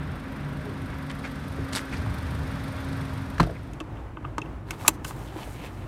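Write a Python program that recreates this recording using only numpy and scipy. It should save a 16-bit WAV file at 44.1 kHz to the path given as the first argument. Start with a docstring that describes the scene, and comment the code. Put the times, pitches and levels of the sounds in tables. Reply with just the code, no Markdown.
"""A small car idles in a parking lot while the driver climbs in and pulls the creaking door: noise scuffs, dry cracks.
The door slams: struck metal modes ring over bursts of noise. Meanwhile the sound cross-fades to the cabin,
where the idle is a low drone of shaped noise and steady tones. Fingers knock on the seat belt buckle, its steel
latch snaps loudly (both are ringing modes with noise), and the webbing slides over clothes as grainy noise."""
import sys
import numpy as np
from scipy import signal
from scipy.fft import rfft, irfft, next_fast_len
from scipy.io import wavfile

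SR = 44100
rng = np.random.default_rng(int(sys.argv[2]) if len(sys.argv) > 2 else 0)


def to_wav(s):
    """Save 16-bit WAV."""
    ch = np.atleast_2d(s).T  # columns
    pcm = np.round(np.clip(ch, -1, 1) * 32767)  # PCM
    wavfile.write(sys.argv[1], SR, pcm.astype(np.int16))


N = 258867
TIME = np.arange(N) / SR
RING = TIME[:SR // 2]  # half a second, the time axis of every struck sound
TOP_HZ = 15900  # top of the recorder's range

# blows of the slam: t/s, latch level/dB, loose parts level/dB, panel level/dB
SLAM_BLOWS = [(3.38, -32, -27, -36), (3.398, -6, -16.5, -24.5), (3.401, -9, -15, -17),
              (3.413, -31, -31, -23), (3.4284, -30, -23.5, -29), (3.436, -31, -31, -40),
              (3.47, -47, -39, -39), (3.496, -50, -40, -40)]
# ringing shapes of the door's sheet metal: f/Hz, level/dB, t60/s
PANEL_MODES = [(50, -2.5, 0.38), (74, -4.5, 0.23), (122.6, -2, 0.216), (170, 2.5, 0.24), (239, -5, 0.16),
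               (322.6, -6, 0.24), (383, -9.5, 0.11), (480, -20, 0.18), (678, -10.5, 0.16)]
# ringing shapes of the door latch: f/Hz, level/dB, t60/s
LATCH_MODES = [(833, 4, 0.026), (955, 7, 0.023), (1066, 9, 0.027), (1158, 7, 0.029), (1283, 3, 0.019),
               (1455, 1, 0.018), (1600, 1.5, 0.024), (4140, -7, 0.03)]
# noise of the loose parts in the door: f/Hz, level/dB
LOOSE_SPECTRUM = [(200, 6), (600, 0), (1000, -4), (1550, 2.5), (2100, -10.5), (2900, -11.5), (4500, -15),
                  (7000, -25.5), (11000, -29), (16000, -39)]


def door_slam():
    """The latch catches in two hard clacks, the panel booms and loose parts inside the door rattle after it."""
    out = np.zeros(N)
    cushion = np.minimum(RING / 0.0025, 1)  # the seal spreads each blow over a few milliseconds
    for s, latch_db, loose_db, panel_db in SLAM_BLOWS:
        loose = noise(LOOSE_SPECTRUM, size=len(RING)) * (decay(0.03) + undb(-15) * decay(0.15))
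        latch = ring(LATCH_MODES, detune=0.017)
        panel = ring(PANEL_MODES, detune=0.019)
        blow = undb(latch_db) * latch + undb(loose_db) * loose + undb(panel_db) * panel
        add(out, s, cushion * blow)
    return out


# rubbing of door, hinge and seat: t/s at the peak, level/dB, t60/s, brightest f/Hz, fall-off in dB per octave
SCUFF_EVENTS = [(0.679, -41.5, 0.31, 400, 72), (1.104, -39, 0.082, 1900, 13), (1.252, -40, 0.17, 1500, 9.5),
                (1.59, -36, 0.1, 370, 14), (1.734, -37.5, 0.12, 3200, 6), (1.761, -34, .17, 4400, 4),
                (1.779, -35.5, 0.088, 1400, 6), (1.932, -39, 0.2, 1600, 9), (1.972, -46.5, .1, 4000, 16),
                (2.066, -44, .12, 850, 12)]
# sharp cracks of the door's hinge stop: t/s, level/dB, brightest f/Hz
HINGE_CRACKS = [(1.0988, -33, 3800), (1.115, -37, 4500), (1.733, -25, 4600), (1.739, -33, 3800),
                (1.7513, -17, 4600), (1.7558, -26, 7000), (1.761, -17.5, 4500), (1.7659, -22, 4000),
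                (1.772, -19.5, 1300), (1.7763, -28, 2400), (1.782, -27, 4000), (1.793, -25, 2000)]
# ringing shapes of the hinge stop: f/Hz, level/dB, t60/s
HINGE_MODES = [(1400, 7, 0.0048), (2150, 0, .006), (3590, -4.5, 0.0092), (4660, 0, 0.0051),
               (5640, -7, 0.0048), (7750, 1, 0.0043), (8600, 1, 0.0049), (10400, 0.5, 0.0033)]
SCUFF_RISE_SHARE, SCUFF_GRAIN_DB = .11, 2  # rise time as a share of the t60; roughness
CRACK_T60_S, CRACK_SLOPE_DB = .007, 6.5  # slope per octave away from the brightest range
CRACK_GRIT_DB = -11  # noise beside the modes
SKIN_HZ, SKIN_DB, DOOR_TOP_HZ = 1450, -4.5, 11600


def door_handling():
    """Grainy scuffs swell and die away; the hinge stop lets go in a few dry cracks."""
    out = np.zeros(N)
    for s, db, t60, hz, slope_db in SCUFF_EVENTS:
        rise_s = SCUFF_RISE_SHARE * t60
        # the factor makes the decay meet the rise at full level
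        envelope = np.minimum(RING / rise_s, decay(t60) * 1000 ** SCUFF_RISE_SHARE)
        add(out, s - rise_s, undb(db) * burst(hz, slope_db) * envelope)
    out = out * unit(undb(SCUFF_GRAIN_DB * walk(600)))
    for s, db, hz in HINGE_CRACKS:
        grit = undb(CRACK_GRIT_DB) * burst(hz, CRACK_SLOPE_DB) * decay(CRACK_T60_S)
        crack = ring(HINGE_MODES, hz, CRACK_SLOPE_DB, detune=0.035) + grit
        add(out, s, undb(db) * crack)
    # the door skin is shaken too, which gives each sound some body
    skin = undb(SKIN_DB) * dull(out, SKIN_HZ, order=1)
    return dull(out, DOOR_TOP_HZ, order=3) + skin


# rattles of handle and trim: t/s, level/dB
TRIM_RATTLES = [(1.238, -33), (1.2455, -33), (1.2505, -32), (1.257, -37), (1.9225, -36), (1.9284, -25),
                (1.942, -32), (3.555, -40), (3.564, -36)]
# ringing shapes of the trim: f/Hz, level/dB, t60/s
TRIM_MODES = [(1000, -2, 0.015), (1300, -5, 0.017), (1850, -2, 0.016), (2105, 2, 0.026), (2330, -1, 0.026),
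              (2440, -3, 0.021)]
BOUNCE_S, BOUNCE_DB = .003, -6.5  # a loose part strikes again, weaker each time


def door_trim():
    """Handle and plastic door trim chatter in short hollow knocks, each with two uneven bounces."""
    out = np.zeros(N)
    soft_start = np.minimum(RING / .001, 1)
    for s, db in TRIM_RATTLES:
        for bounce in range(3):
            late_s = BOUNCE_S * bounce * rng.uniform(.75, 1.25)
            gain = undb(db + bounce * BOUNCE_DB)
            add(out, s + late_s, gain * ring(TRIM_MODES, detune=.03) * soft_start)
    return out


# the rubber seal slips as the door settles: t/s at the middle, length/s, level/dB, pitch f/Hz
SEAL_GRUNTS = [(3.453, .02, -40, 430), (3.474, 0.011, -38.5, 620), (3.499, 0.0081, -38, 636),
               (3.509, 0.015, -36, 513), (3.527, .02, -42.5, 460)]
SEAL_SLOPE_DB = 30  # per octave away from the pitch


def door_seal():
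    """Rubber slips on the frame in a few short rough grunts, each a hump of noise around its own pitch."""
    out = np.zeros(N)
    for s, length_s, db, hz in SEAL_GRUNTS:
        out += undb(db) * bell(s, length_s) * noise(hump(hz, SEAL_SLOPE_DB))
    return out


# the catch slips, the spring drives the steel home, and it rebounds into the housing
SNAP_S, SNAP_DB, SNAP_HARDNESS_DB = 4.8802, -19.5, 15.5
SNAP_HZ, SNAP_SLOPE_DB = 2290, 15.5  # favoured frequency, fall-off per octave around it
SLIP_LEAD_S, SLIP_DB = 0.0023, -15  # before the snap, relative to it
REBOUND_S, REBOUND_DB = .0019, -11.5  # delay after the snap; its own level
REBOUND_HZ, REBOUND_HARDNESS_DB = 930, -6.5
# the steel modes ring out in the snap and stay damped in other blows
SNAP_STEEL_DB, KNOCK_STEEL_DB = 0.5, -14.5
SPRING_HZ, SPRING_DB, SPRING_T60_S = 6164, -51, .25  # thin ring of the latch spring


def latch_snap():
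    """The catch slips, the steel latch springs home and rebounds within a few milliseconds; its spring rings on."""
    out = np.zeros(N)
    slip = knock(SNAP_HZ, SNAP_SLOPE_DB, SNAP_HARDNESS_DB, KNOCK_STEEL_DB)
    add(out, SNAP_S - SLIP_LEAD_S, undb(SNAP_DB + SLIP_DB) * slip)
    snap = knock(SNAP_HZ, SNAP_SLOPE_DB, SNAP_HARDNESS_DB, SNAP_STEEL_DB)
    add(out, SNAP_S, undb(SNAP_DB) * snap)
    rebound = knock(REBOUND_HZ, SNAP_SLOPE_DB, REBOUND_HARDNESS_DB, KNOCK_STEEL_DB)
    add(out, SNAP_S + REBOUND_S, undb(REBOUND_DB) * rebound)
    spring = np.sin(2 * np.pi * SPRING_HZ * RING) * decay(SPRING_T60_S)
    add(out, SNAP_S, undb(SPRING_DB) * spring)
    return out


# knocks on the buckle: t/s, level/dB, favoured f/Hz, fall-off in dB per octave around it,
# hardness (steel over housing) level/dB
BUCKLE_KNOCKS = [(3.734, -43.5, 3340, 15, 0), (3.8022, -29.5, 3300, 9, -5), (3.805, -33.5, 1900, -2, -7),
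                 (3.808, -25.5, 560, 6, -12), (3.97, -46, 3100, 22, -8), (4.17, -28.5, 1250, 6, -19),
                 (4.244, -34, 1200, 10, -17), (4.249, -25.5, 1200, 24, -20), (4.25, -37, 2800, 30, -14),
                 (4.3814, -17, 1140, 8, -8), (4.4172, -25, 2620, 34, -10.5), (4.459, -43, 2700, 18, -9),
                 (4.7073, -23.5, 2050, 22, 0), (4.849, -23.5, 1090, 12, -15), (4.8631, -30, 1000, 13, -4.5),
                 (4.867, -31.5, 1000, 12.5, -2), (4.871, -35, 1000, 12, -8.5),
                 (5.046, -33.5, 2780, 13, 4.5), (5.0489, -25.5, 1730, 17, -1.5),
                 (5.109, -27.5, 1080, 11, -10.5), (5.359, -27, 420, 15, -25), (5.388, -32.5, 850, 18, -9),
                 (5.475, -34, 550, 20, -20), (5.646, -33, 675, 25, -16)]


def buckle():
    """Fingers and belt tongue knock on the buckle, each blow with its own place and hardness."""
    out = np.zeros(N)
    for s, db, hz, slope_db, hardness_db in BUCKLE_KNOCKS:
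        add(out, s, undb(db) * knock(hz, slope_db, hardness_db, KNOCK_STEEL_DB))
    return out


# ringing shapes of the buckle's plastic housing: f/Hz, level/dB, t60/s
HOUSING_MODES = [(315, 0, 0.096), (368, -2.5, 0.043), (660, 1, 0.02), (872, -4.5, 0.038), (984, -6, 0.055),
                 (1112, 3, 0.031), (1240, -1.5, 0.032), (1506, -0.5, 0.024), (2080, -10, 0.03),
                 (2620, -1, 0.023), (2760, 0, 0.018), (3100, -5, 0.022), (3270, -4, 0.015),
                 (3580, -9, 0.03)]
# ringing shapes of the steel inside it: f/Hz, level/dB, t60/s
STEEL_MODES = [(2600, -2, 0.027), (2760, 0, 0.025), (3250, -4, 0.02), (3960, -8, 0.03), (4310, -10.5, 0.03),
               (5960, -3.5, 0.017), (6850, -1.5, 0.018), (7220, 11.5, 0.015), (7370, -10, 0.055),
               (7640, 8.5, 0.017), (8400, -5.5, 0.025), (10460, 6, 0.011), (10900, 3, 0.014),
               (11300, -4.5, 0.02), (11820, 0, 0.02), (12300, -4, 0.017), (14140, -3.5, .02)]
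# noise of the steel contact: f/Hz, level/dB
STEEL_NOISE = [(300, -19), (1000, -6.5), (2700, 3), (3700, -4.5), (5200, -3), (6400, 2), (7500, -4.5),
               (9200, -2), (10700, -8.5), (14000, -3.5), (16000, -16.5)]
HOUSING_RISE_S = .0005  # the ring takes a moment to spread through the plastic
# a harder contact is shorter and so reaches higher: its top doubles with each HARDNESS_PER_OCT_DB
CONTACT_HZ, HARDNESS_PER_OCT_DB, SOFTEST_HZ = 12100, 8.5, 2600
# after each knock the buckle rocks on its stalk with a dull thud
THUD_DELAY_S, THUD_DB, THUD_HZ = 0.0042, -13.5, 400


def knock(hz, slope_db, hardness_db, steel_db):
    """One blow rings the plastic housing; the harder it is, the more it shakes the sprung steel inside."""
    crack = noise(STEEL_NOISE, size=len(RING)) * (decay(0.018) + undb(-27.5) * decay(0.076))
    latch = undb(steel_db) * ring(STEEL_MODES, detune=.002)
    steel = undb(hardness_db) * (latch + undb(-2.5) * crack)
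    housing = ring(HOUSING_MODES, hz, slope_db, detune=0.0065) * (1 - np.exp(-RING / HOUSING_RISE_S))
    top_hz = np.clip(CONTACT_HZ * 2 ** (hardness_db / HARDNESS_PER_OCT_DB), SOFTEST_HZ, TOP_HZ)
    out = dull(housing + steel, top_hz)
    add(out, THUD_DELAY_S, undb(THUD_DB) * ring(HOUSING_MODES, THUD_HZ, slope_db=15.0))
    return out


# pulls of the belt: t/s at the middle, length/s, webbing hiss level/dB, clothes rustle level/dB
BELT_PULLS = [(4.722, 0.049, -57.5, -41), (4.829, 0.06, -52, -41), (4.882, 0.043, -50, -38),
              (4.944, .02, -55, -53.5), (5.085, 0.036, -45, -44.5), (5.216, 0.16, -57.5, -47),
              (5.395, 0.08, -56.5, -41.5), (5.502, 0.15, -55.5, -46), (5.652, 0.038, -55.5, -42),
              (5.76, 0.27, -63.5, -49)]
# hiss of the woven webbing: f/Hz, level/dB
WEBBING_SPECTRUM = [(1500, -12), (3500, -5), (6000, -1.5), (9000, 0), (11000, -4), (14000, -3.5),
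                    (16000, -13.5)]
# rustle of the clothes: f/Hz, level/dB
CLOTHES_SPECTRUM = [(120, 11), (350, -2), (600, 2), (900, 0.5), (1300, -4), (2000, -6.5), (2900, -11.5),
                    (4200, -15), (5200, -23.5), (9000, -44)]
# folds of cloth that catch and let go: rate, scatter of their sizes, share of the rustle's power
CATCHES_PER_S, CATCH_SPREAD_DB, CATCH_SHARE = 350, 3, .45


def belt():
    """With each pull the woven webbing hisses and clothes rustle: dense tiny slips that come in uneven scuffs."""
    hiss_power = sum((undb(db) * bell(s, length_s)) ** 2 for s, length_s, db, _ in BELT_PULLS)
    rustle_power = sum((undb(db) * bell(s, length_s)) ** 2 for s, length_s, _, db in BELT_PULLS)
    weave = rng.standard_normal(N) * undb(1.4 * walk(580) + 0.63 * walk(35))
    folds = rng.standard_normal(N) * undb(2.8 * walk(260) + 1.6 * walk(45))
    catches = grains(CATCHES_PER_S, CATCH_SPREAD_DB)
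    cloth = np.sqrt(1 - CATCH_SHARE) * unit(folds) + np.sqrt(CATCH_SHARE) * catches
    hiss = np.sqrt(hiss_power) * colour(weave, WEBBING_SPECTRUM)
    rustle = np.sqrt(rustle_power) * colour(cloth, CLOTHES_SPECTRUM)
    return hiss + rustle


# rasps of the belt edge: t/s at the middle, length/s, level/dB, brightest f/Hz
EDGE_RASPS = [(5.287, 0.057, -55.5, 3100), (5.385, 0.03, -50.5, 2500), (5.427, 0.022, -48, 2880),
              (5.48, 0.03, -55, 2300), (5.586, 0.047, -51, 2380), (5.651, 0.037, -48, 2430),
              (5.818, 0.044, -59, 2500)]
SLIPS_PER_S, SLIP_SPREAD_DB = 1100, 3.5
RASP_SLOPE_DB = 19  # per octave away from the brightest range


def belt_edge():
    """The edge of the webbing catches and slips on cloth, thread by thread, in short grainy rasps."""
    slips = grains(SLIPS_PER_S, SLIP_SPREAD_DB)
    out = np.zeros(N)
    for s, length_s, db, hz in EDGE_RASPS:
        out += undb(db) * bell(s, length_s) * colour(slips, hump(hz, RASP_SLOPE_DB))
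    return out


# drone of the idle in the cabin: f/Hz, level/dB per Hz
CABIN_SPECTRUM = [(25, -10.5), (38, -13.5), (50, 7.5), (78, -3.5), (110, 2.5), (190, -9), (310, -6),
                  (450, -16), (1000, -17.5), (1900, -27.5), (2800, -34), (4500, -45.5), (9000, -50.5),
                  (15500, -58)]
# steady tones of the engine: multiple of the firing rate, outside level/dB, cabin level/dB
ENGINE_ORDERS = [(2, -64, -53), (3, -48.5, -71), (4, -79, -48), (5, -74, -54), (6, -42, -57)]
CABIN_DB, FIRING_HZ = -37.5, 24.17
# cross-fade from outside to the cabin
FADE_START_S, FADE_END_S, CABIN_FADE_POWER = 3.03, 3.955, 0.88


def idle():
    """The engine from outside gives way to its drone in the cabin; the firing orders sound in both."""
    fade = np.clip((TIME - FADE_START_S) / (FADE_END_S - FADE_START_S), 0, 1)
    outside, inside = 1 - fade, fade ** CABIN_FADE_POWER
    drone = noise(CABIN_SPECTRUM) * undb(CABIN_DB + 1.2 * walk(11))
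    out = outside * engine_outside() + inside * drone
    for multiple, out_db, in_db in ENGINE_ORDERS:
        gain = outside * undb(out_db) + inside * undb(in_db)
        out = out + gain * tone(round(multiple) * FIRING_HZ, waver_db=2.5, drift=0.48)
    return out


# low rumble of the engine: f/Hz, level/dB per Hz
RUMBLE_SPECTRUM = [(22, -32), (35, -9), (48, 1.5), (75, 4), (110, -0.5), (170, 0.5), (220, 0.5), (320, -7),
                   (450, -18.5), (900, -25.5)]
# exhaust: f/Hz, level/dB per Hz
BOOM_SPECTRUM = [(45, -15), (72, 0), (115, -1), (160, -8.5), (250, -25.5)]
# course of the exhaust boom: t/s, level/dB
BOOM_COURSE = [(0, -39), (.45, -50), (.85, -38), (1.25, -66), (1.62, -31), (1.8, -44), (2.0, -29.5),
               (2.4, -35), (3.3, -33.5)]
# air from the cooling fan: f/Hz, level/dB per Hz
RUSH_SPECTRUM = [(200, -42), (400, 2.5), (520, 2), (720, -0.5), (1000, 1), (1500, 1), (2100, -5),
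                 (3000, -13), (4200, -22.5), (7000, -52), (14000, -37), (16000, -44)]
# course of that rush of air: t/s, level/dB
RUSH_COURSE = [(0, -43), (.35, -43.5), (1.4, -43), (2.05, -40.5), (3.1, -41.5)]
# belts and air in the engine bay: f/Hz, level/dB per Hz
BAY_SPECTRUM = [(1800, 4), (2500, 1.5), (2950, -6), (3350, 4.5), (3800, 2), (4300, -0.5), (5200, -2.5),
                (6000, -5.5), (7500, -10), (9300, -6.5), (10500, -13), (12000, -11.5), (14000, -17),
                (16000, -28)]
# cooling fan and belt-driven pulleys: f/Hz, level/dB
WHINE_TONES = [(147, -48.5), (269, -41), (387, -62), (538, -57.5), (614, -57.5)]
# echoes off the asphalt and the car body: delay t/s, level/dB
GROUND_ECHOES = [(.0029, -41), (.0052, -21.5), (.0083, -14.5)]
RUMBLE_DB, BAY_DB = -37, -52
# the microphone comes round to the engine bay: its hiss starts lower by this much
APPROACH_S, BAY_RISE_DB = 2.22, 6.5


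def engine_outside():
    """Exhaust boom, rush of air, whining fan and pulleys, and hiss with injector ticks from the engine bay."""
    far = np.maximum(1 - TIME / APPROACH_S, 0)
    boom_db, = curves(BOOM_COURSE)
    rush_db, = curves(RUSH_COURSE)
    bay = undb(BAY_DB - BAY_RISE_DB * far) * (noise(BAY_SPECTRUM) + injectors())
    rush = noise(RUSH_SPECTRUM) * undb(rush_db + .6 * walk(14))
    rumble = noise(RUMBLE_SPECTRUM) * undb(RUMBLE_DB + 0.82 * walk(12))
    boom = noise(BOOM_SPECTRUM) * undb(boom_db)
    whines = sum(undb(db) * tone(hz, waver_db=2, drift=0.8) for hz, db in WHINE_TONES)
    return reflect(bay + rush, GROUND_ECHOES) + rumble + boom + whines


# injectors in firing order: level/dB relative to the hiss of the bay (before the spit shape), brightest f/Hz
INJECTOR_CYLINDERS = [(2, 8800), (-0.5, 9100), (1, 7000), (2, 13000)]
# hiss of one spit: f/Hz, level/dB
SPIT_SPECTRUM = [(2600, 1), (3500, 13), (4500, 7.5), (5500, 3), (6700, -10), (8500, 0), (10000, 0.5),
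                 (10600, -7), (12000, 0), (13600, -8), (15000, -20)]
FIRST_TICK_S, CYLINDER_SLOPE_DB = .035, 5  # slope per octave away from the brightest range
SPIT_SHARPNESS = 4  # a higher power makes a shorter spit


def injectors():
    """The four injectors spit in turn, once per firing, each with its own strength and colour."""
    cycle = FIRING_HZ * (TIME - FIRST_TICK_S)
    spit = (.5 + .5 * np.cos(2 * np.pi * cycle)) ** SPIT_SHARPNESS * undb(1.2 * walk(24))
    turn = np.round(cycle) % len(INJECTOR_CYLINDERS)
    out = np.zeros(N)
    for k, (db, hz) in enumerate(INJECTOR_CYLINDERS):
        hiss = colour(noise(SPIT_SPECTRUM), hump(hz, CYLINDER_SLOPE_DB))
        out += (turn == k) * undb(db) * hiss
    return spit * out


def reflect(x, echoes):
    """Nearby surfaces add early copies that ripple the spectrum; the power stays about the same."""
    out = x.copy()
    for delay_s, db in echoes:
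        add(out, delay_s, undb(db) * x)
    return out / np.sqrt(1 + sum(undb(db) ** 2 for _, db in echoes))


def ring(modes, centre_hz=1000, slope_db=0, detune=0.0039):
    """Struck modes, starting near rms 1; the point of contact favours those near a centre."""
    hz, db, t60 = np.transpose(modes)
    gain = undb(db + favour(hz, centre_hz, slope_db))
    hz = hz * (1 + detune * rng.standard_normal(len(hz)))  # no two blows ring quite alike
    sign = rng.choice([-1, 1], len(hz))
    waves = sum(g * np.sin(2 * np.pi * f * RING) * decay(d) for f, g, d in zip(hz, sign * gain, t60))
    return waves / np.sqrt(np.sum(gain ** 2) / 2)


def tone(hz, waver_db, drift):
    """A machine line at rms 1 that wavers in level and, by drift radians, in phase."""
    phase = 2 * np.pi * np.cumsum(hz * np.ones(N)) / SR + drift * walk(4)
    return unit(np.sin(phase) * undb(waver_db * walk(6.2)))


def grains(per_s, spread_db):
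    """Random tiny impulses at rms 1, most small and a few large."""
    size = undb(spread_db * np.minimum(rng.exponential(size=N), 4))
    happens = rng.random(N) < per_s / SR
    return unit(rng.choice([-1, 1], N) * size * happens)


def noise(points, size=N):
    """Coloured noise at rms 1."""
    return colour(rng.standard_normal(size), points)


def burst(hz, slope_db):
    """Half a second of noise that is brightest around one frequency."""
    return noise(hump(hz, slope_db), size=len(RING))


def colour(x, points):
    """Give a signal a spectrum of (Hz, dB) points, at rms 1."""
    hz, db = np.transpose(points)
    size = next_fast_len(len(x))
    f = np.maximum(np.fft.rfftfreq(size, 1 / SR), 1)
    # beyond its ends the spectrum falls away
    skirts = np.minimum(f / hz[0], 1) ** 2 * np.minimum(hz[-1] / f, 1) ** 2
    gain = skirts * undb(np.interp(np.log(f), np.log(hz), db))
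    return unit(irfft(rfft(x, size) * gain, size)[:len(x)])


def hump(hz, slope_db):
    """A spectrum of (Hz, dB) points that falls away on both sides of one frequency."""
    bands = np.geomspace(200, 16000, 40)
    return np.column_stack([bands, favour(bands, hz, slope_db)])


def favour(hz, centre_hz, slope_db):
    """Level in dB that falls with the octaves away from a centre."""
    return -slope_db * np.abs(np.log2(hz / centre_hz))


def dull(x, top_hz, order=2):
    """Low-pass: a softer, longer contact excites less treble."""
    return signal.sosfilt(signal.butter(order, min(top_hz, .45 * SR), fs=SR, output="sos"), x)


def decay(t60):
    """Envelope of a free ring, 60 dB down after t60 seconds."""
    return np.exp(-np.log(1000) * RING / t60)


def bell(s, length_s):
    """A smooth rise and fall around a time, above half power for its length."""
    return .5 ** (2 * ((TIME - s) / length_s) ** 2)


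def walk(rate):
    """Smooth chance with spread 1, changing about rate times a second."""
    steps = rng.standard_normal(8192)
    return unit(np.interp(TIME * rate, np.arange(len(steps)), steps))


def curves(table):
    """The columns of a table of timed rows, one value per sample."""
    s, *columns = np.transpose(table)
    return [np.interp(TIME, s, c) for c in columns]


def add(out, s, sound):
    """Mix a sound in at a time."""
    i = int(s * SR)
    out[i:i + len(sound)] += sound[:len(out) - i]


def undb(db):
    """Decibels to gain."""
    return 10 ** (np.asarray(db) / 20)


def unit(x):
    """Scale to rms 1."""
    return x / np.sqrt(np.mean(x ** 2))


# early echoes off console, seat and windows: delay t/s, level/dB
INDOOR_ECHOES = [(.0023, -15.5), (.0041, -23.5), (.0067, -17.5), (.0098, -17)]


def scene():
    """Door, buckle, belt and engine at one microphone."""
    door = door_slam() + door_handling() + door_trim() + door_seal()
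    seat_belt = latch_snap() + buckle() + belt() + belt_edge()
    return (door + reflect(seat_belt, INDOOR_ECHOES) + idle())[None]


def record(dry):
    """The recorder clips at full scale and cuts the top."""
    lowpass = signal.ellip(8, .2, 70, TOP_HZ, fs=SR, output="sos")
    return signal.sosfilt(lowpass, np.clip(dry, -1, 1))


dry = scene()
out = record(dry)
to_wav(out)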